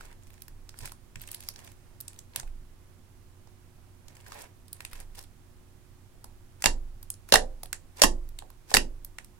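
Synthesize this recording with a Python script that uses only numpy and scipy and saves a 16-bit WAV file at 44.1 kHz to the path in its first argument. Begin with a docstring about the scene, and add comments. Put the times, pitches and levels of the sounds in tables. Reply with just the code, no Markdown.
"""Wet, sticky slime crackles, pops and smacks as hands knead, stretch and poke it on a table in a small dry room.
Bubbles pop as a snapped film and a ringing cavity; tacky film peeling off is a crackle of random tiny breaks.
Four times fingers pull out of deep holes: torn noise, cavity rings and gulps smack loudly enough to overload.
Pushes sway the table in low fading sines, bumps knock dully, and air noise and a machine hum lie beneath.
Two spaced microphones hear each spot through its own direct sound, table bounce, hand scatter and room."""
import sys
import numpy as np
from scipy import signal
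from scipy.fft import rfft, irfft
from scipy.io import wavfile

SR = 44100
rng = np.random.default_rng(int(sys.argv[2]) if len(sys.argv) > 2 else 0)


def store_pcm(level_fs):
    """Save levels as 16-bit WAV."""
    pcm = np.round(np.clip(level_fs, -1, 1) * 32767).astype(np.int16)
    wavfile.write(sys.argv[1], SR, np.atleast_2d(pcm).T)


N = 414099
T = np.arange(N) / SR  # time [s]
SHORT = T[:2048]  # time axis of one brief sound [s]
FIRM_DB = -59.5  # crackle level of a firm stroke [dB]


def undb(db):
    """Decibels to gain."""
    return 10 ** (np.asarray(db) / 20)


def unit(x):
    """Scale to an energy of one."""
    return x / np.sqrt(np.sum(x ** 2) + 1e-18)


def level(x, db):
    """Scale to an rms level."""
    return x * undb(db) / np.sqrt(np.mean(x ** 2))


def add(track, s, sound):
    """Mix a sound into a track at a time."""
    i = max(int(s * SR), 0)
    track[..., i:i + sound.shape[-1]] += sound[..., :max(N - i, 0)]


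def at_hz(points, hz):
    """Read (frequency [Hz], value) points on a log-frequency axis."""
    f, value = np.transpose(points)
    return np.interp(np.log(hz + 1e-3), np.log(f), value)


def colour(x, points, size=8192):
    """Causal filter of unit energy with the given spectrum, built from its cepstrum."""
    spectrum = undb(at_hz(points, np.fft.rfftfreq(size, 1 / SR)))
    cepstrum = irfft(np.log(spectrum))
    # folding the cepstrum onto positive time makes the filter minimum-phase
    cepstrum[1:size // 2] *= 2
    cepstrum[size // 2 + 1:] = 0
    response = unit(irfft(np.exp(rfft(cepstrum))))
    return signal.oaconvolve(x, response)[:len(x)]


def modes(table, t):
    """A sum of fading sines from rows of (frequency [Hz], level [dB], t60 [s])."""
    total = 0
    for hz, db, t60 in table:
        fade = np.exp(-np.log(1000) * t / t60)
        total = total + undb(db) * np.sin(2 * np.pi * hz * t) * fade
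    return total


def ring(hz, cycles, glide=0.):
    """A small resonator that fades in a few cycles; with a glide its pitch rises."""
    age = SHORT * hz / cycles
    pitch = np.minimum(hz * (1 + glide * (np.minimum(age, 2) - .5)), SR / 2)
    phase = 2 * np.pi * np.cumsum(pitch) / SR
    return unit(np.exp(-age) * np.sin(phase))


def rupture(tear_s, rag):
    """A film breaks at once, then its ragged edge tears on for a moment."""
    force = rag * unit(rng.standard_normal(len(SHORT)) * np.exp(-SHORT / tear_s))
    force[0] = 1
    return force


def strike(force, body):
    """A body's answer to a force, with an energy of one."""
    return unit(signal.oaconvolve(force, body)[:len(force)])


def tap(x, ms):
    """The same short sound, a little later."""
    return np.roll(x, int(abs(ms) * SR / 1000))


def near_field(lag_ms, bounce_ms, bounce_db, scatter_db):
    """Direct sound, a bounce off the table top, and scatter from a hand that never lies the same way twice."""
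    direct = 1. * (SHORT == 0)
    scatter = unit(rng.standard_normal(len(SHORT)) * SHORT * np.exp(-SHORT / 0.0011))
    bounce = tap(direct, bounce_ms * np.exp(0.14 * rng.standard_normal()))
    path = direct + undb(bounce_db) * bounce + undb(scatter_db) * scatter
    return tap(unit(path), lag_ms)


def place(x):
    """A sound from one spot on the slime: rows for the left microphone, the right one, and the room."""
    left = near_field(lag_ms=0, bounce_ms=0.83, bounce_db=-14, scatter_db=-4.5)
    right_lag_ms = 0.68 + .12 * rng.standard_normal()
    right = near_field(lag_ms=right_lag_ms, bounce_ms=1.3, bounce_db=1.0, scatter_db=-1.5)
    strength = np.sqrt(np.sum(x ** 2))
    return np.array([strike(x, left), strike(x, right), unit(x)]) * strength


def room_tone():
    """Soft air noise, alike on both sides in the bass, and a wavering machine hum."""
    # spectrum of the air noise: (frequency [Hz], relative density [dB per Hz])
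    air_spectrum = [(20, -1.5), (40, -2), (70, -10), (100, -5.5), (150, -14.5), (250, -17.5), (450, -25),
                    (900, -26), (2000, -30.5), (4000, -34.5), (10000, -34.5), (16000, -40)]
    # hum of a machine, before the microphone gains: (frequency [Hz], rms level [dB])
    hum_tones = [(91.5, -61.5), (95, -70), (120, -69.5), (242.2, -75), (301.5, -79), (360.7, -71.5)]
    shared = colour(rng.standard_normal(N), air_spectrum)
    bass = signal.sosfilt(signal.butter(1, 900, fs=SR, output="sos"), shared)
    sides = []
    for _ in range(2):
        own = colour(rng.standard_normal(N), air_spectrum)
        sides.append(level(own + .9 * bass, -54.5))
    knots = np.linspace(0, T[-1], num=40)
    hum = 0
    for hz, db in hum_tones:
        waver = np.interp(T, knots, rng.standard_normal(len(knots)))
        hum = hum + level(np.sin(2 * np.pi * hz * T + 1.1 * waver), db)
    return (np.array(sides) + hum) * undb([[-3.0], [2.4]])  # left, right


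def room_response():
    """Dense reflections that build up in a few milliseconds; the lows linger in the room's resonances."""
    # decay of the dense reflections: (frequency [Hz], t60 [s])
    decay_times = [(200, 0.41), (550, .32), (1200, 0.13), (3000, 0.14), (8000, .165), (11000, 0.14),
                   (15000, 0.023)]
    # low resonances of the room: (frequency [Hz], relative level [dB], t60 [s])
    resonances = [(207, -6.5, 0.27), (280, -6, 0.18), (351.4, -5, 0.45), (447, -2.5, 0.23),
                  (522, -1.5, 0.4), (568, -2, 0.14), (752, 3, .18)]
    t = T[:SR // 2]
    # noise that fades at its own rate in each frequency band
    hz, age, cells = signal.stft(rng.standard_normal(len(t)), SR, nperseg=128)
    fade = np.exp(-np.log(1000) * age / at_hz(decay_times, hz)[:, None])
    tail = signal.istft(cells * fade, SR)[1][:len(t)]
    build_up = np.clip((t - .003) / 0.0079, 0, 1)
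    reflections = undb(-12.5) * unit(tail * build_up)
    return reflections + undb(-27.0) * unit(modes(resonances, t) * build_up)


def table_sway():
    """Soft pushes rock the table, and the microphones with it."""
    # pushes that sway the table: (time [s], relative level [dB])
    pushes = [(0.0, -43), (0.491, -41.5), (0.8, -44.5), (1.148, -44), (2.434, -32), (4.931, -37.5),
              (5.072, -50), (6.278, -48.5), (6.663, -23.5), (7.346, -26.5), (8.035, -21.5), (8.745, -25.5)]
    # the table's sway and low rings: (frequency [Hz], relative level [dB], t60 [s])
    sway_modes = [(21.89, 2.5, 0.93), (37, -16, .45), (47.3, -9.5, 0.95), (61.45, -18, .35),
                  (90, -23.5, .2)]
    out, t = np.zeros(N), T[:SR]
    for s, db in pushes:
        soft_onset = 1 - np.exp(-t / 0.01)
        add(out, s, undb(db) * modes(sway_modes, t) * soft_onset)
    return out * undb([[-2.5], [1.5]])  # left, right


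def thuds():
    """The hand bumps the table through the slime, which cushions each bump into a short, dull knock."""
    # bumps: (time [s], energy [dB])
    bumps = [(0.298, -38), (0.821, -14.5), (1.165, -16), (2.377, -18.5), (4.805, -28), (6.655, -7),
             (7.335, -6.5), (8.035, -12), (8.747, -10.5)]
    out = np.zeros((3, N))
    for s, db in bumps:
        add(out, s, place(undb(db) * ring(122, cycles=0.99)))
    return out


def swell(start, length, attack_s, release_s):
    """Attack, hold and release, with exponential flanks."""
    before = np.maximum(start - T, 0)
    after = np.maximum(T - start - length, 0)
    return np.exp(-before / attack_s - after / release_s)


def strokes():
    """Gains of crackle and squish as the hand takes hold, peels steadily and lets go."""
    # strokes that peel slime off skin or table:
    # (start [s], length [s], relative fine crackle level [dB], relative duller squish level [dB])
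    peel_strokes = [(0.006, .045, -61, -55.5), (0.064, .055, -67, -60), (0.231, .17, -72, -70),
                    (0.777, 0.037, -62, -65.5), (0.836, 0.016, -45, -50.5), (1.215, .28, -58.5, -64),
                    (1.566, .13, -60, -59), (1.758, .2, -74.5, -70.5), (2.023, .18, -70.5, -67.5),
                    (2.366, 0.023, -58.5, -50.5), (2.425, .06, -68, -68.5), (4.082, 0.18, -71.5, -63.5),
                    (4.269, .04, -58, -56), (4.325, 0.12, -57.5, -51), (4.753, .12, -70.5, -65),
                    (4.937, 0.072, -58, -56.5), (5.182, 0.0095, -51.5, -54)]
    gains = np.full((2, N), 1e-6)
    for s, length, crackle_db, squish_db in peel_strokes:
        # the grip builds, holds and lets go
        grip = swell(s, length, attack_s=0.022, release_s=0.024)
        gains = np.maximum(gains, undb([[crackle_db], [squish_db]]) * grip)
    return gains


def pulls():
    """Gains of crackle and squish as a finger hole's seal strains, then breaks in a wet spray."""
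    # fingers pulled out of deep holes: (seal breaks [s], spray length [s], relative level of the straining
    # seal [dB], relative spray crackle level [dB], relative squelch level [dB])
    finger_pulls = [(6.641, .022, -56, -48, -42.5), (7.3243, .034, -52, -36, -33.5),
                    (8.02, .028, -40.5, -27.5, -36), (8.7404, 0.027, -40, -28.5, -41)]
    gains = np.zeros((2, N))
    for s, length, strain_db, spray_db, squelch_db in finger_pulls:
        # the seal strains most just before it breaks, lifting crackle and squish alike
        gains += undb(strain_db) * swell(s - .023, 0, attack_s=0.013, release_s=.007)
        spray = swell(s, length, attack_s=0.0027, release_s=0.0047)
        gains += undb([[spray_db], [squelch_db]]) * spray
    return gains


def grains(rate, spread_db):
    """Random tiny breaks, many weak and a few strong, with an rms of one."""
    chance, size, sign = rng.random((3, N))
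    sizes = undb(spread_db * np.minimum(-np.log(size + 1e-9), 4))
    breaks = chance < rate / SR  # rate in breaks per second
    return level(breaks * sizes * np.sign(sign - .5), 0)


def peeling(gains, count=4):
    """Sticky threads and microbubbles break in quick spurts, at several spots, as slime parts from a surface."""
    # spectra of the fine crackle and the duller squish: (frequency [Hz], relative density [dB per Hz])
    crackle_spectrum = [(1500, -11), (3000, -3), (4900, 1.5), (6800, -0.5), (9000, 0), (12000, -4),
                        (16000, -10)]
    squish_spectrum = [(100, -13), (200, -4), (450, 0), (1000, 3.5), (1400, -5), (1950, 1.5), (3000, -8),
                       (6000, -21)]
    crackle_db, squish_db = 20 * np.log10(gains)
    # a light touch slides evenly, a firm one sticks and slips
    grip = np.clip(1.5 + (crackle_db - FIRM_DB) / 12, 0, 1)
    knots = np.linspace(0, T[-1], num=1100)
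    wander = np.clip(rng.standard_normal(len(knots)), -2, 2)
    spurts_db = 6 * grip * np.interp(T, knots, wander)
    out = 0
    for _ in range(count):
        crackle = colour(grains(rate=1500 / count, spread_db=3.5), crackle_spectrum) * undb(crackle_db - 3.5)
        squish = colour(grains(rate=2200 / count, spread_db=4.0), squish_spectrum) * undb(squish_db - 2.5)
        out = out + place(crackle * undb(spurts_db) + squish)
    return out / np.sqrt(count)


def tiny_bubbles(crackle, count=400):
    """Faint bubbles burst at random while slime is peeled, louder under a firmer hand; rows as for larger ones."""
    base_db, follow, spread_db = -28, .55, 14  # energy [dB], dB per dB of crackle, spread [dB]
    rows = []
    for when, cavity, snap, weak_cavity, weak_snap in rng.random((count, 5)):
        effort_db = 20 * np.log10(crackle[int(when * N)]) - FIRM_DB
        if effort_db > -15:
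            db = base_db + follow * effort_db
            cavity_hz, snap_hz = 1700 * 2.4 ** cavity, 7000 * 1.76 ** snap
            rows.append((when * N / SR, cavity_hz, db - spread_db * weak_cavity,
                         snap_hz, db - spread_db * weak_snap))
    return rows


def pops(tiny):
    """Each bursting bubble gives a bare tick, snaps its film and rings the little cavity behind it."""
    # the larger bubbles: (time [s], cavity pitch [Hz], cavity energy [dB],
    # pitch of the film's snap [Hz], relative snap energy [dB])
    larger = [(0.0085, 1500, -22, 8300, -34.5), (0.2343, 4780, -48.5, 7600, -36),
              (0.4202, 2520, -31, 11400, -18.5), (0.4813, 1750, -31, 12400, -24.5),
              (0.6916, 5250, -20.5, 6900, -27.5), (0.7415, 1750, -29, 11000, -58),
              (0.7885, 5000, -20, 8600, -18), (0.856, 832, -31, 9140, -16), (0.875, 2000, -23, 9700, -27),
              (0.9192, 1120, -26, 9700, -21), (1.1573, 2160, -19.5, 7500, -24),
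              (1.2157, 4870, -27, 13140, -17), (1.2745, 4950, -39, 8900, -21.5),
              (1.3154, 4680, -39, 10700, -13), (1.3453, 5000, -16.5, 9800, -13),
              (1.4052, 2110, -31, 10200, -22), (1.487, 5040, -9, 10900, -10.5),
              (1.56, 5000, -22.5, 8600, -40), (2.0035, 3740, -27.5, 12600, -18),
              (2.0088, 3600, -27, 12400, -14), (2.0804, 2570, -29, 7800, -15.5),
              (2.1896, 3730, -27, 7630, -20.5), (2.3602, 3260, -11.5, 9470, -5.5),
              (2.3982, 1580, -22, 7150, -14.5), (2.431, 810, -23.5, 7800, -38),
              (3.4727, 780, -34, 7100, -44), (4.0826, 5660, -26.5, 7160, -35),
              (4.264, 1760, -27, 7700, -37), (4.3203, 1190, -19.5, 6600, -26),
              (4.4194, 1930, -46, 10600, -24), (4.6812, 5030, -32, 9200, -31.5),
              (4.7296, 4830, -19, 10700, -12.5), (4.8054, 1970, -18.5, 8500, -24),
              (4.8499, 2500, -17, 8500, -16), (4.9315, 1850, -22, 10600, -22),
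              (5.0016, 2070, -36, 9500, -22), (5.1907, 5400, -21, 8340, -21.5),
              (5.2267, 5470, -36, 8700, -30), (5.2382, 5470, -33, 8700, -31),
              (6.243, 894, -24.5, 10500, -22.5), (6.6221, 1880, -16, 7350, -10.5),
              (7.0284, 786, -38, 12100, -20.5), (7.1024, 3800, -18.5, 9780, -6.5),
              (7.14, 5700, -40, 6700, -28), (7.2888, 1580, -29, 10690, -22.5),
              (7.6328, 720, -19.5, 10900, -14.5), (7.6574, 4140, -22.5, 10340, -24),
              (7.729, 1850, -10, 7740, -7.5), (8.3883, 3900, -17, 7830, -19),
              (8.289, 718, -42, 12880, -28.5), (8.4225, 780, -20, 7680, -40.5),
              (8.5024, 1030, -33, 11940, -29.5), (8.7154, 733, -11, 7640, -31),
              (9.0474, 724, -43, 12800, -14), (9.1849, 1910, -15.5, 7600, -20.5),
              (9.2456, 2096, -39.5, 10200, -26.5)]
    out = np.zeros((3, N))
    for s, cavity_hz, cavity_db, snap_hz, snap_db in [*larger, *tiny]:
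        cavity = strike(rupture(tear_s=0.00017, rag=0.11), ring(cavity_hz, cycles=0.85, glide=0.0087))
        snap_body = np.diff(ring(snap_hz, cycles=0.97), prepend=0)
        snap = strike(rupture(tear_s=0.0021, rag=0.44), snap_body)
        tick = strike(rupture(tear_s=0.00015, rag=0.74), ring(4700, cycles=0.68))
        tick_db = (cavity_db + snap_db) / 2 - 7
        burst = undb(cavity_db) * cavity + undb(snap_db - 0.75) * snap - undb(tick_db) * tick
        add(out, s, place(burst))
    return signal.sosfilt(signal.butter(1, 400, "hp", fs=SR, output="sos"), out)


def smacks():
    """A finger hole tears open: a broad crack, rings of hole and table, a gulp of air, a spray of wet bubbles."""
    # finger holes letting go of their suction: (time [s], relative energy [dB], cavity pitch [Hz],
    # gulp pitch [Hz], relative gulp energy [dB], relative table ring on top of the smack's energy [dB])
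    releases = [(6.6406, -0.5, 2670, 665, -7.5, -6), (6.658, 9.5, 2706, 533, 4.5, -0.5),
                (7.3231, 10, 4080, 576, 1.5, -5), (7.3386, 10, 1044, 724, 3.5, -5.5),
                (7.34, 10, 1030, 745, 0.5, -3), (7.3563, 8, 1800, 569, 7.5, -4),
                (8.018, 13, 7380, 576, -1, -6.5), (8.0362, 9, 1030, 262, 2.5, -4),
                (8.0419, 4.5, 990, 268.5, 8, -3), (8.7404, 8.5, 6030, 603, 7, -5),
                (8.7471, 4, 1923, 424, 1.5, 0), (8.7684, 7, 2800, 274, 4.5, -3)]
    # spectrum of the tearing crack: (frequency [Hz], relative density [dB per Hz])
    tear_spectrum = [(100, -11.5), (250, -10.5), (600, 3), (1050, -12), (1450, -8.5), (1850, 4.5),
                     (2300, -9.5), (2800, -5), (4500, -3), (8000, -6.5), (11000, -9), (16000, -19.5)]
    # the table top, rung by the smacks: (frequency [Hz], relative level [dB], t60 [s])
    top_modes = [(1030, -2.5, 0.021), (1190, -0.5, 0.016), (1850, -5, 0.007), (2757, -1.5, 0.063),
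                 (3750, -2, 0.012), (4610, 4.5, 0.014)]
    out = np.zeros((3, N))
    for s, db, cavity_hz, gulp_hz, gulp_db, ring_db in releases:
        crack = unit(colour(rupture(tear_s=0.0014, rag=0.9), tear_spectrum))
        cavity = ring(cavity_hz, cycles=1.7, glide=0.033)
        add(out, s, place(undb(db) * (undb(0.75) * crack + undb(-5.5) * cavity)))
        gulp = ring(gulp_hz, cycles=1.5, glide=0.35)
        add(out, s, place(undb(gulp_db - 4.5) * gulp))
        # the broad table top radiates to both microphones at once
        table_top = strike(rupture(tear_s=0.00011, rag=.3), modes(top_modes, SHORT))
        add(out, s + .001, table_top * undb(db + ring_db + np.array([[-10], [-7], [-7]])))
        for when, pitch, weakness in rng.random(size=(4, 3)):
            bubble = ring(900 * 8 ** pitch, cycles=2.2, glide=0.075)
            add(out, s + .012 * when, place(undb(db - 15.5 - 12 * weakness) * bubble))
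    return signal.sosfilt(signal.butter(4, 215, "hp", fs=SR, output="sos"), out)


def scene():
    """The slime lies nearer the left microphone; the right one is the more sensitive."""
    # tone colour of the left microphone: (frequency [Hz], relative level [dB])
    left_colour = [(200, -3.5), (700, 1.5), (2000, 1.5), (4300, 1.5), (8000, 4.5), (13000, 0.5)]
    hand = strokes()
    crackling = peeling(hand + pulls())
    popping = pops(tiny_bubbles(hand[0]))
    left, right, slime = thuds() + crackling + popping + smacks()
    # each microphone hears its own pattern of reflections
    left = colour(left + signal.fftconvolve(slime, room_response())[:N], left_colour)
    right = (right + signal.fftconvolve(slime, room_response())[:N]) * undb(4.0)
    return room_tone() + table_sway() + np.array([left, right])


def record(dry):
    """The loudest peaks clip just below full scale; then the top is cut above 16.2 kHz."""
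    clipped = np.clip(dry, -.95, .95)
    return signal.sosfilt(signal.ellip(12, .1, 90, 16200, fs=SR, output="sos"), clipped)


dry = scene()
out = record(dry)
store_pcm(out)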